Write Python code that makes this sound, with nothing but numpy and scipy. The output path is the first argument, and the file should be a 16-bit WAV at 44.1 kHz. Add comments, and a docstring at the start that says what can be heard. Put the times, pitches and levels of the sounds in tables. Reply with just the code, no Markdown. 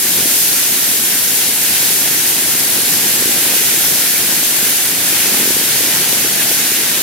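"""Dog sled on snow

A dog sled glides over a snowy field, heard from the sled itself.
The runners shear snow crystals into a loud, wide hiss (noise and small clicks) that surges as the dogs pull.
A coarser scrape, made the same way, follows the pull and grows as the snow turns rougher.
Under the load the snow pack gives way: a low crunching patter, and short low pulses for harder knocks.
A faint wind rumble, made of low filtered noise, lies beneath."""
import sys
import numpy as np
from scipy import signal
from scipy.fft import rfft, irfft, next_fast_len
from scipy.io import wavfile
from scipy.ndimage import uniform_filter1d

SR = 44100
rng = np.random.default_rng(int(sys.argv[2]) if len(sys.argv) > 2 else 0)


def put_to_file(sound):
    """Save the sound as 16-bit audio at rate SR, in the file named by the first command-line argument."""
    columns = np.atleast_2d(sound).T  # one column per channel
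    safe = np.clip(columns, -1, 1)
    whole_steps = np.round(safe * 32767)
    wavfile.write(sys.argv[1], SR, whole_steps.astype(np.int16))


N = 309582
TIME_S = np.arange(N) / SR

# the hardest collapses under the runners: deepest_s [s, the moment of the deepest dip],
# level_db [dB, before the trim in knocks], pitch_hz [Hz]
HARD_KNOCKS = [(0.207, -13, 330), (0.258, -13, 330), (2.112, -15, 290), (2.553, -12.5, 280),
               (2.789, -12.5, 380), (3.225, -10, 380), (3.259, -12, 310), (3.278, -11, 310),
               (3.294, -12, 300), (3.538, -13, 490), (3.566, -12, 380), (3.882, -14, 380), (4.63, -14, 330),
               (5.133, -15, 330), (5.297, -16, 370), (5.322, -14, 330), (5.342, -12, 310),
               (5.401, -13, 380), (5.431, -13, 320), (5.457, -11, 360), (5.477, -11, 360), (5.507, -9, 370),
               (5.567, -9, 350), (5.613, -13, 370), (5.639, -14, 330), (5.807, -17, 420), (6.019, -15, 360),
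               (6.13, -10.5, 354), (6.248, -13, 330), (6.515, -11, 590), (6.72, -13, 337)]


def gain_of(db):
    """Turns decibels into an amplitude factor."""
    return 10 ** (np.asarray(db) / 20)


def evened(x):
    """Scales to an rms (average strength) of 1."""
    return x / np.sqrt(np.mean(x ** 2) + 1e-20)


def read(points, hz):
    """Reads a spectrum table at the given frequencies, with straight lines on a log-frequency axis."""
    table_hz, value = np.transpose(points)
    return np.interp(np.log(hz + 1), np.log(table_hz + 1), value)


def curve(rows):
    """Joins the points of a two-column time table with straight lines, one value a sample."""
    time_s, value = np.transpose(rows)
    return np.interp(TIME_S, time_s, value)


def grains(per_s, spread_db):
    """Single crystals break at random: two unrelated trains of clicks, many small and a few large."""
    size = gain_of(spread_db * np.minimum(rng.exponential(1, (2, N)), 4))
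    sign = rng.choice([-1, 1], (2, N))
    happens = rng.random((2, N)) < per_s / SR
    return evened(size * sign * happens)


def patchy(x, patch_db, flutter_db):
    """Uneven snow: brief patches of colour, and a flutter shared by all frequencies (both rms dB)."""
    frame, hop = 512, 128  # samples
    z = signal.stft(x, nperseg=frame, noverlap=frame - hop)[2]
    patches = rng.standard_normal(z.shape[1:])
    patches = uniform_filter1d(patches, size=16, axis=0)  # smooth across frequency
    patches = uniform_filter1d(patches, size=20, axis=1)  # smooth along time
    flutter = uniform_filter1d(rng.standard_normal(z.shape[-1]), size=12)
    z = z * gain_of(patch_db * evened(patches) + flutter_db * evened(flutter))
    return signal.istft(z, nperseg=frame, noverlap=frame - hop)[1][:, :N]


def at_ports(pair, spectrum):
    """Colours two unrelated signals and blends them into two microphone ports; their middle has rms 1."""
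    # how alike the two ports are: pitch_hz [Hz], likeness [0-1]
    likeness = [(25, .6), (60, 0.9), (130, 0.93), (330, 0.93), (800, 0.86), (1200, 0.75), (1600, 0.83),
                (2500, 0.47), (3500, 0.26), (4400, 0.24), (6200, 0.02), (7700, 0.36), (9000, .22),
                (11000, 0.25), (15500, 0.23)]
    # how far the left port leads: pitch_hz [Hz], lead [radians]
    lead = [(100, 0.2), (1000, 0), (2000, 0.22), (2800, 0.5), (4500, 0.74), (5100, 0.96), (6200, 2.5),
            (6900, 3.5), (8000, 3.5), (8600, 4), (10000, 4), (11800, 5.5), (15500, 5)]
    # left minus right level: pitch_hz [Hz], level_db [dB]
    sides = [(30, -2.8), (110, -2), (400, 0), (800, -.6), (1500, -1.5), (2400, -2.3), (3600, 1.1),
             (5000, 0.5), (5500, 0), (6100, -0.5), (7200, 0), (9300, 1.5), (11000, .5), (13500, 1.5),
             (15600, .3)]
    size = next_fast_len(N)
    hz = np.fft.rfftfreq(size, 1 / SR)
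    left, other = rfft(pair, size)
    same = np.clip(read(likeness, hz), 0, 1)
    side = gain_of(read(sides, hz) / 2)  # half the difference goes to each port
    right = same * left + np.sqrt(1 - same ** 2) * other
    right = right * np.exp(-1j * read(lead, hz))
    ports = np.array([left * side, right / side])
    out = irfft(ports * gain_of(read(spectrum, hz)), size)[:, :N]
    return out / np.std(out.mean(0))


def friction(spectrum, grain_db, per_s, spread_db, patch_db, flutter_db):
    """Countless crystals merge into noise; larger ones break as single grains."""
    noise = rng.standard_normal((2, N))
    drive = noise + gain_of(grain_db) * grains(per_s, spread_db)
    return at_ports(patchy(drive, patch_db, flutter_db), spectrum)


def bumps(bump_s=0.09):
    """The trail's small ups and downs: a slow random sway of rms 1."""
    sway = uniform_filter1d(rng.standard_normal(N), size=round(bump_s * SR))
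    return evened(uniform_filter1d(sway, size=round(bump_s * SR / 2)))


def runners(glide_db, load_db, sway):
    """Fine hiss and coarser scrape rise and fall with the pull; load and rougher snow add scrape."""
    # fine crystals shearing: pitch_hz [Hz], level_db [dB per Hz]
    hiss_colour = [(1000, -51), (2500, -13.5), (4000, -7), (6000, -2.5), (7200, -1.5), (8300, -1.5),
                   (10300, 0.5), (12200, 0.5), (13200, -0.8), (14500, -3), (15700, -8)]
    # coarse snow scraping along the runners: pitch_hz [Hz], level_db [dB per Hz]
    scrape_colour = [(100, -32), (450, -10), (750, -6.5), (1000, -9.5), (1220, -10), (1420, -3.5),
                     (1560, -1.2), (2400, 0), (3300, 0), (4600, -2.5), (7000, -9.5), (15000, -40)]
    # levels at steady going and usual load, at the start
    base_hiss_db, base_scrape_db = -15.5, -24
    roughening_db_per_s = 0.33  # the scrape grows along the trail
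    # on the last, coarsest stretch the top of the hiss fades
    dull_from_s, dull_db_per_s, dull_above_hz = 5.2, 0.8, 7600

    hiss_db = base_hiss_db + glide_db + 0.1 * sway
    scrape_db = base_scrape_db + 0.75 * glide_db + 0.16 * load_db
    scrape_db = scrape_db + roughening_db_per_s * TIME_S + 0.3 * sway

    hiss = friction(hiss_colour, grain_db=-10.5, per_s=6000, spread_db=3, patch_db=0.42, flutter_db=0.33)
    scrape = friction(scrape_colour, grain_db=-8.5, per_s=3000, spread_db=3, patch_db=0.7, flutter_db=0.36)

    high_pass = signal.butter(3, dull_above_hz, "high", fs=SR, output="sos")
    top = signal.sosfiltfilt(high_pass, hiss)
    top_db = -dull_db_per_s * np.maximum(TIME_S - dull_from_s, 0)
    dulled_hiss = hiss - top + gain_of(top_db) * top
    return gain_of(hiss_db) * dulled_hiss + gain_of(scrape_db) * scrape


def crunch(load_db, sway, relief=0.26, relief_s=0.022):
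    """The pack collapses in small steps; each hard knock unloads it, and the patter dips for a moment."""
    # snow packing under the weight: pitch_hz [Hz], level_db [dB per Hz]
    crunch_colour = [(20, -42), (48, -34), (62, -19), (85, -12), (120, -3.5), (160, -3), (250, 0),
                     (350, -1), (450, -5), (550, -9.5), (800, -10.5), (1150, -13.5), (2200, -33)]
    base_db = -30  # at usual load, between knocks
    patter = friction(crunch_colour, grain_db=-1.5, per_s=200, spread_db=2.0, patch_db=-0.1, flutter_db=0.48)
    # a pretend knock at -1 s gives the first samples something to count from
    knock_s = np.sort([-1] + [row[0] for row in HARD_KNOCKS])
    since_s = TIME_S - knock_s[np.searchsorted(knock_s, TIME_S) - 1]
    dip = 1 - relief * np.exp(-since_s / relief_s)
    return gain_of(base_db + load_db + 0.36 * sway) * dip * patter


def headwind(left_db=-54, right_db=-57, low_hz=45, high_hz=130):
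    """Moving air rumbles faintly at each port on its own."""
    band = signal.butter(1, [low_hz, high_hz], "band", fs=SR, output="sos")
    eddies = rng.standard_normal((2, N))
    eddies = signal.sosfilt(band, signal.sosfilt(band, eddies))  # twice, for steeper edges
    return gain_of([[left_db], [right_db]]) * evened(eddies)


def small_collapses(load_db):
    """Lesser collapses fall at random, more often and harder under load: rows like the hard knocks."""
    per_s, level_db, spread_db = 6, -19, 0.5  # at usual load; the level is before the trim in knocks
    middle_hz, spread_octaves = 367, 0.2
    strength, pitch = rng.standard_normal((2, N))
    happens = rng.random(N) < per_s * gain_of(load_db) ** 2 / SR
    rows = []
    for i in np.flatnonzero(happens):
        knock_db = level_db + load_db[i] + spread_db * strength[i]
        rows.append((i / SR, knock_db, middle_hz * 2 ** (spread_octaves * pitch[i])))
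    return rows


def knocks(rows, rise_turns=0.42, ring_turns=0.66, trim_db=-1.86):
    """A sudden drop of the runner: a dip of pressure, one rebound, and the snow damps it."""
    out = np.zeros(N)
    for deepest_s, level_db, pitch_hz in rows:
        middle = round(deepest_s * SR)
        near = slice(max(middle - 512, 0), middle + 1024)
        turns = pitch_hz * (TIME_S[near] - deepest_s)  # cycles from the deepest point
        width = np.where(turns < 0, rise_turns, ring_turns)
        shape = np.exp(-(turns / width) ** 2)
        out[near] -= gain_of(level_db + trim_db) * shape * np.cos(2 * np.pi * turns)
    # so small a patch of snow radiates little bass
    high_pass = signal.butter(2, 80, "high", fs=SR, output="sos")
    out = signal.sosfiltfilt(high_pass, out)
    return out * gain_of([[-0.3], [0.3]])  # left, right


def scene():
    """Hiss and scrape above; crunch, knocks and a little wind below."""
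    # the dogs' pull, surging and once going slack: time_s [s], level_db [dB, 0 = steady going]
    glide = [(0.04, -0.3), (0.45, 1.1), (0.57, 0.3), (1.55, -0.5), (1.77, 0.9), (2.7, -0.8), (2.92, 0.4),
             (3.45, -0.2), (3.58, 1.1), (4.1, 0), (4.22, -0.6), (4.83, 0.1), (4.94, -2.5), (5.1, 0.1),
             (5.38, 0.5), (6.35, -0.55), (6.58, 0.6), (6.92, -0.9)]
    # the runners bearing down on the snow pack: time_s [s], level_db [dB, 0 = usual load]
    load = [(0.0, -3), (0.17, 0.5), (0.33, -2), (1.05, -2), (1.65, -0.7), (2.6, 0.3), (3.1, 1.5), (3.72, 0),
            (3.95, -0.8), (4.95, -0.5), (5.39, 3), (5.65, 0.5), (5.95, 1.5), (6.4, 0), (7.02, 0)]
    glide_db, load_db = curve(glide), curve(load)
    sway = bumps()  # shared by hiss, scrape and crunch
    sliding = runners(glide_db, load_db, sway)
    packing = crunch(load_db, sway)
    wind = headwind()
    all_knocks = list(HARD_KNOCKS) + small_collapses(load_db)
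    return sliding + packing + wind + knocks(all_knocks)


def record(dry):
    """The recorder's band limit: a steep low-pass filter at 15830 Hz."""
    low_pass = signal.firwin(1023, 15830, window=("kaiser", 9), fs=SR)
    return signal.oaconvolve(dry, low_pass[None], "same")


dry = scene()
out = record(dry)
put_to_file(out)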